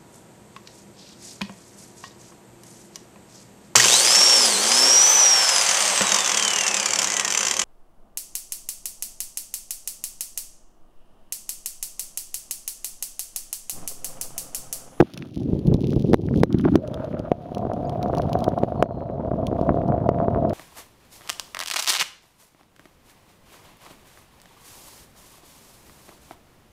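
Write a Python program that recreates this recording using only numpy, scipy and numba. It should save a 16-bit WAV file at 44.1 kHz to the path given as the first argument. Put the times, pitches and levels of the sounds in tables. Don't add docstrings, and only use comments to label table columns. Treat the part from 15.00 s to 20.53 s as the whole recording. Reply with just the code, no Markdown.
import sys
import numpy as np
from scipy import signal
from scipy.fft import rfft, irfft
from scipy.io import wavfile
from scipy.ndimage import uniform_filter1d
from numba import njit

SR = 44100
rng = np.random.default_rng(int(sys.argv[2]) if len(sys.argv) > 2 else 0)


def wav_out(sig):
    wavfile.write(sys.argv[1], SR, np.round(np.clip(np.atleast_2d(sig).T, -1, 1) * 32767).astype(np.int16))


N = 244039
TIME = np.arange(N) / SR

# time in seconds, level in dB.
WIND_LEVEL = [(0, -15.5), (.33, -36.5), (.39, -25.5), (.62, -23.5), (.85, -21.5), (1.25, -18), (1.68, -17),
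              (1.85, -27.5), (2.08, -31.5), (2.47, -33.5), (2.6, -28.5), (2.95, -26.5), (3.2, -22.5),
              (3.55, -23.5), (4.05, -32), (4.35, -25), (4.95, -23), (5.53, -21.5)]
# start in seconds, length in seconds, gain in dB.
GUSTS = [(0.043, 0.086, -15), (0.196, 0.034, 7.5), (0.456, 0.23, 1.5), (0.603, .045, -10),
         (0.637, 0.086, 7.5), (0.757, 0.069, -1.5), (1.09, 0.018, 4), (1.31, 0.079, 2), (1.448, 0.03, -9.5),
         (1.713, 0.09, 4.5), (1.793, 0.021, -10), (2.125, 0.017, 9), (3.149, 0.12, 2.5), (3.762, 0.082, 5),
         (4.662, 0.031, 6), (4.873, 0.065, 6)]
GUST_RISE_S, GUST_FALL_S, BUFFET_DB, BUFFET_HZ = 0.019, 0.0083, 1.08, 5.3
# start in seconds, pitch in Hz, damping as 1/Q,
# gain of the added ring (linear), corner in Hz below which pressure leaks away.
FILM_SHAPES = [(0, 378, 0.17, 0.13, 150), (.45, 453, 0.57, 0.7, 24.7), (1.469, 357, 0.28, 0.9, 131.5),
               (1.794, 633, 0.087, 0.41, 47.4), (2.291, 723.6, 0.093, 0.22, 50.2),
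               (3.829, 691, 0.086, 0.22, 48.3)]
SHIFT_S, MUFFLE_PER_PITCH = 0.056, 1.046
# frequency in Hz, relative gain in dB.
EDDY_COLOUR = [(10, -34.5), (25, -23), (50, -5), (90, 2.5), (140, 4.5), (250, 0), (450, -10.5), (800, -6),
               (1300, -9), (2500, -25)]
# time in seconds, peak in dB before the limiter,
# time constant of the push in ms.
KNOCKS = [(.0025, 1.5, 0.33), (.005, 12.5, 0.39), (.011, 14.5, 0.44), (0.0252, 9, 0.4), (0.372, -14.5, 1.4),
          (0.532, -8.5, 0.9), (0.662, -12.5, 1.8), (0.745, -3, 1.1), (.964, -4, 1.18), (1.134, 1.5, 0.39),
          (1.1431, 8.5, 0.22), (1.4344, 6, 0.2), (1.545, 2, 0.96), (1.6538, -8.5, 0.13), (1.658, -0.5, .53),
          (1.7556, 5.5, 0.436), (2.199, -14.5, 0.88), (2.3175, -1, 0.37), (2.571, -15, 0.32),
          (2.652, -15, 0.36), (2.717, -14.5, 0.16), (3.06, -12, 0.22), (3.138, -14, 0.14),
          (3.198, -10, 0.17), (3.354, -6, 0.25), (3.481, -3.5, 0.34), (3.6347, -3.5, 0.44),
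          (3.722, -16.5, 0.22), (3.826, 2, 0.17), (3.909, -17, 0.25), (3.984, -19, 0.52),
          (4.316, -13, 0.29), (4.41, -16.5, 0.55), (4.529, -8.5, .43), (4.613, -7, 0.56),
          (4.657, -22, 0.29), (4.693, -5.5, 0.1), (4.706, -3.5, 0.92), (4.744, -9.5, 0.45),
          (4.773, -10.5, 0.32), (4.786, -11.5, 0.85), (4.922, -12.5, 0.14), (5.0908, -1, .3),
          (5.202, -8, 0.22), (5.214, -14.5, 0.19), (5.283, -4.5, 0.33), (5.348, -14.5, 0.078),
          (5.451, -8.5, 0.33)]
# nominal time in seconds, level in dB before the common lift.
CASE_DROPS = [(0.1362, -19.5), (0.142, -25), (0.1745, -17.5), (.4316, -41), (.591, -38), (0.6706, -31),
              (0.7403, -28), (0.9215, -42), (0.96, -45), (1.1316, -27.5), (1.1414, -14), (1.3584, -33),
              (1.3736, -32), (1.4014, -34), (1.4332, -7.5), (1.5261, -23.5), (1.5853, -26.5), (1.6107, -30),
              (1.7548, -10), (1.8756, -31.5), (1.9415, -28), (2.0446, -40), (2.1925, -36), (2.5473, -31),
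              (2.581, -34), (2.7342, -37), (2.8946, -33.5), (3.028, -26.5), (3.0823, -45), (3.1491, -33),
              (3.17, -33), (3.182, -29), (3.2187, -32.5), (3.2937, -39), (3.33, -22.5), (3.3885, -32),
              (3.404, -36), (3.441, -22), (3.488, -32.5), (3.586, -37), (3.634, -37), (3.8245, -23),
              (4.4677, -24.5), (4.6126, -39), (4.8797, -43.5), (5.091, -46), (5.4949, -34)]
# frequency in Hz, relative gain in dB.
TICK_COLOUR = [(200, -32.5), (900, -35.5), (2000, -7), (3200, 3.5), (5400, -1.5), (7500, -8),
               (10500, -10.5), (14000, -18.5), (17000, -16)]
# pitch in Hz, level in dB against the tick's peak, 60 dB decay in seconds.
CASE_RING = [(3980, -38, .055), (5950, -35, .05), (9930, -41, .04), (11920, -42, .04)]
# start in seconds, length in seconds,
# level in dB before the common trim.
SHOWERS = [(-.1, .5, -54.5), (.64, .1, -59), (.8, .32, -54), (1.17, .24, -58), (1.52, .24, -58.5),
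           (3.1, .35, -66)]
SHOWER_RISE_S, SHOWER_FALL_S = 0.02, 0.071
DRIZZLE_DB = -79
# time in seconds, level in dB, pitch in Hz.
SPLATS = [(.178, -15.5, 2540), (0.224, -17, 2480), (.843, -29, 3020), (0.931, -32, 1290),
          (1.287, -23, 1300), (1.341, -30, 1490), (1.544, -21, 1600), (1.597, -21, 1490),
          (1.643, -20, 1460), (1.651, -13, 1280), (2.129, -33, 1400), (2.146, -39.5, 1800)]
# start in seconds, length in seconds, first pitch in Hz,
# last pitch in Hz, level in dB before the fade and stutter.
SQUEAKS = [(2.849, 0.02, 4800, 4900, -47), (2.868, 0.026, 6500, 7300, -56), (3.75, 0.45, 4320, 4010, -60)]
SQUEAK_RISE, SQUEAK_FADE_DB = 0.16, -21
# time in seconds, level in dB before its flutter.
FOAM_LEVEL = [(0, -37.5), (.4, -65), (.58, -61), (.95, -65), (1.35, -64), (1.75, -57.5), (2.2, -66.5),
              (2.48, -62), (2.7, -64), (3.33, -60.5), (3.7, -62.5), (4.1, -72), (4.6, -61.5), (5.05, -68),
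              (5.3, -64.5)]
# frequency in Hz, relative gain in dB.
FOAM_COLOUR = [(100, -1), (900, 0.5), (2000, -0.5), (3300, 2), (5500, -8.5), (7500, -10), (10000, -13),
               (14000, -17.5), (17000, -34)]
# start in seconds, length in seconds, level in dB before their flutter.
BOW_WAVES = [(-.1, 0.27, -46), (1.433, 0.82, -46), (2.751, 0.62, -55)]
WAVE_RISE_S, WAVE_FALL_S = 0.074, 0.077
# frequency in Hz, relative gain in dB.
WAVE_COLOUR = [(200, -20), (600, 13), (1000, 2.5), (1350, 5.5), (2000, -13), (3500, -21), (8000, -65)]
LIMIT_DB, LIMIT_RATIO, LIMIT_ATTACK_S, RECOVER_DB_PER_S = -6.5, 3.54, 0.0022, 35
FULL_SCALE, NOTCH_HZ, EDGE_HZ = .71, 7800, 16300


def amp(db):
    return 10 ** (np.asarray(db) / 20)


def follow(rows):
    times, levels = np.transpose(rows)
    return np.interp(TIME, times, levels)


def swell(start, length, rise_s, fall_s):
    t = TIME - start
    return np.clip(t / rise_s, 0, 1) * np.exp(-np.maximum(t - length, 0) / fall_s)


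def spectrum(points, size):
    hz, db = np.transpose(points)
    bins_hz = np.fft.rfftfreq(size, 1 / SR) + 1
    return amp(np.interp(np.log(bins_hz), np.log(hz), db))


def unit(x):
    return x / np.sqrt(np.mean(x ** 2) + 1e-20)


def colour(x, points):
    return unit(irfft(rfft(x) * spectrum(points, N), N))


def flutter(hz):
    rolloff = np.exp(-(np.fft.rfftfreq(N, 1 / SR) / hz) ** 2)
    return unit(irfft(rfft(rng.standard_normal(N)) * rolloff, N))


def patter(per_s, spread_db):
    size = amp(spread_db * np.minimum(rng.exponential(1, N), 3))
    sign = rng.choice([-1, 1], N)
    return size * sign * (rng.random(N) < per_s / SR)


def add(mix, s, sound):
    part = mix[max(round(s * SR), 0):][:len(sound)]
    part += sound[:len(part)]


def water_film():
    starts, *columns = np.transpose(FILM_SHAPES)
    shape = np.searchsorted(starts[1:], TIME)
    glide = round(SHIFT_S * SR)
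    hz, damping, share, leak_hz = [uniform_filter1d(c[shape], size=glide) for c in columns]
    return hz, damping, share, leak_hz, MUFFLE_PER_PITCH * hz


@njit
def spring(x, step, damping):
    out, place, speed = np.zeros(len(x)), 0., 0.
    for i in range(len(x)):
        speed += step[i] * (x[i] - place - damping[i] * speed)
        place += step[i] * speed
        out[i] = place
    return out


def port(x, hz, damping, share, leak_hz, muffle_hz, loss):
    step = np.full(len(x), 2 * np.pi / SR)
    x = x - spring(x, step * leak_hz, np.full(len(x), 2.))
    x = x + share * spring(x, step * hz, damping)
    for _ in range(2):
        x = spring(x, step * muffle_hz, np.full(len(x), loss))
    return x


def push(length_ms, rebound=0.55):
    u = np.arange(3000) / SR * 1000 / length_ms
    return u * (1 - rebound * u) * np.exp(-u)


def wind_db():
    gusts = sum(db * swell(s, length, GUST_RISE_S, GUST_FALL_S) for s, length, db in GUSTS)
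    return follow(WIND_LEVEL) + gusts + BUFFET_DB * flutter(hz=BUFFET_HZ)


def wind(film, lumps_db=4.5, brighten_db=0.6, pops=0.48, slaps=0.25, open_hz=700):
    *resonance, muffle = film
    lumps = np.clip(flutter(hz=77), -2, 2)
    swirl = unit(rng.standard_normal(N) * amp(lumps_db * lumps))
    eddies = colour(swirl + pops * unit(patter(per_s=300, spread_db=6)), EDDY_COLOUR)
    roar = port(eddies, *resonance, muffle_hz=muffle * amp(brighten_db * lumps), loss=0.82)

    small = np.zeros(N)
    for length_ms in (.1, .27):
        small += signal.oaconvolve(patter(per_s=38, spread_db=7), push(length_ms))[:N]
    snap = port(small, *resonance, muffle_hz=1.9 * muffle, loss=2.8)
    openness = (muffle / open_hz) ** 2
    roar = unit(roar) + slaps * openness * unit(snap)

    strength = np.sqrt(uniform_filter1d(roar ** 2, size=2000) + 1e-12)
    return roar / strength * amp(wind_db())


def knocks(film):
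    out = np.zeros(N)
    for s, db, length_ms in KNOCKS:
        pulse = push(length_ms)
        *resonance, muffle = [np.full(len(pulse), np.interp(s, TIME, c)) for c in film]
        ring = port(pulse, *resonance, muffle_hz=550 + 0.64 * muffle, loss=1.12)
        add(out, s - .0005, amp(db) * ring / abs(ring).max())
    return out


def burst(hz, cycles):
    turns = hz * np.arange(600) / SR
    u = turns / cycles * 2
    return u * np.exp(1 - u) * np.sin(2 * np.pi * turns)


def splats():
    out = np.zeros(N)
    for s, db, hz in SPLATS:
        scatter = rng.standard_normal(300)
        scatter *= np.exp(-np.arange(len(scatter)) / SR / 0.00065) / np.sqrt(SR / hz)
        scatter[0] = 1
        add(out, s, amp(db) * np.convolve(scatter, burst(hz, cycles=0.62)))
    return out


def drop_tick(size=4096):
    log_gain = np.log(spectrum(TICK_COLOUR, size))
    circle = np.concatenate([log_gain, log_gain[-2:0:-1]])
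    tick = np.fft.ifft(np.exp(np.conj(signal.hilbert(circle)))).real
    tick = tick / abs(tick).max()
    t = np.arange(size) / SR
    for hz, db, t60 in CASE_RING:
        tick = tick + amp(db - 60 * t / t60) * np.sin(2 * np.pi * hz * t)
    return tick


def spray(drops_db=3, fine_db=-0.9, mist=0.48):
    tick = drop_tick()
    hits = np.zeros(N)
    for s, db in CASE_DROPS:
        spatter = rng.standard_normal(200)
        spatter *= 0.21 * np.exp(-np.arange(len(spatter)) / SR / 0.0012)
        spatter[0] = 1
        add(hits, s + 0.001055, amp(db + drops_db) * spatter)

    near = unit(signal.oaconvolve(patter(per_s=110, spread_db=5.5), tick)[:N])
    deck = np.zeros(N)
    for hz in np.geomspace(2700, 5800, 6):
        deck += signal.oaconvolve(patter(per_s=72, spread_db=5), burst(hz, cycles=3.3))[:N]
    fine = unit(near + mist * unit(deck))
    level = amp(DRIZZLE_DB)
    for s, length, db in SHOWERS:
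        level = level + amp(db) * swell(s, length, SHOWER_RISE_S, SHOWER_FALL_S)
    return signal.oaconvolve(hits, tick)[:N] + fine * level * amp(fine_db)


def squeak(start, length, first_hz, last_hz, db, waver_hz=95, stutter_db=3.0):
    t = np.arange(0, length, 1 / SR)
    hz = np.linspace(first_hz, last_hz, len(t)) + waver_hz * flutter(hz=250)[:len(t)]
    level = amp(db + SQUEAK_FADE_DB * t / length + stutter_db * flutter(hz=40)[:len(t)])
    rise = np.minimum(t / length / SQUEAK_RISE, 1)
    return rise * level * np.sin(2 * np.pi * np.cumsum(hz) / SR)


def foam():
    bubbles = rng.standard_normal(N) + 0.77 * unit(patter(per_s=620, spread_db=9))
    return colour(bubbles, FOAM_COLOUR) * amp(follow(FOAM_LEVEL) + flutter(hz=9.8))


def bow_waves(flutter_db=7.7):
    splashes = rng.standard_normal(N) + unit(patter(per_s=530, spread_db=17))
    waves = sum(amp(db) * swell(s, length, WAVE_RISE_S, WAVE_FALL_S) for s, length, db in BOW_WAVES)
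    return colour(splashes, WAVE_COLOUR) * waves * amp(flutter_db * flutter(hz=35))


def scene():
    film = water_film()
    mix = wind(film) + knocks(film) + splats() + spray() + foam() + bow_waves()
    for row in SQUEAKS:
        add(mix, row[0], squeak(*row))
    return mix[None]


def limiter(x):
    over_db = np.maximum(20 * np.log10(abs(x).max(0) + 1e-9) - LIMIT_DB, 0)
    cut_db = over_db * (1 - 1 / LIMIT_RATIO)
    recovery = RECOVER_DB_PER_S * TIME
    held_db = np.maximum.accumulate(cut_db + recovery) - recovery
    lag = np.exp(-1 / (LIMIT_ATTACK_S * SR))
    return x * amp(-signal.lfilter([1 - lag], [1, -lag], held_db))


def record(dry):
    housed = signal.lfilter(*signal.iirnotch(NOTCH_HZ, 4.5, fs=SR), dry)
    clipped = np.clip(limiter(housed), -FULL_SCALE, FULL_SCALE)
    band = signal.firwin(255, EDGE_HZ, window=("kaiser", 8), fs=SR)
    return signal.oaconvolve(clipped, band[None], "same")


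dry = scene()
out = record(dry)
wav_out(out)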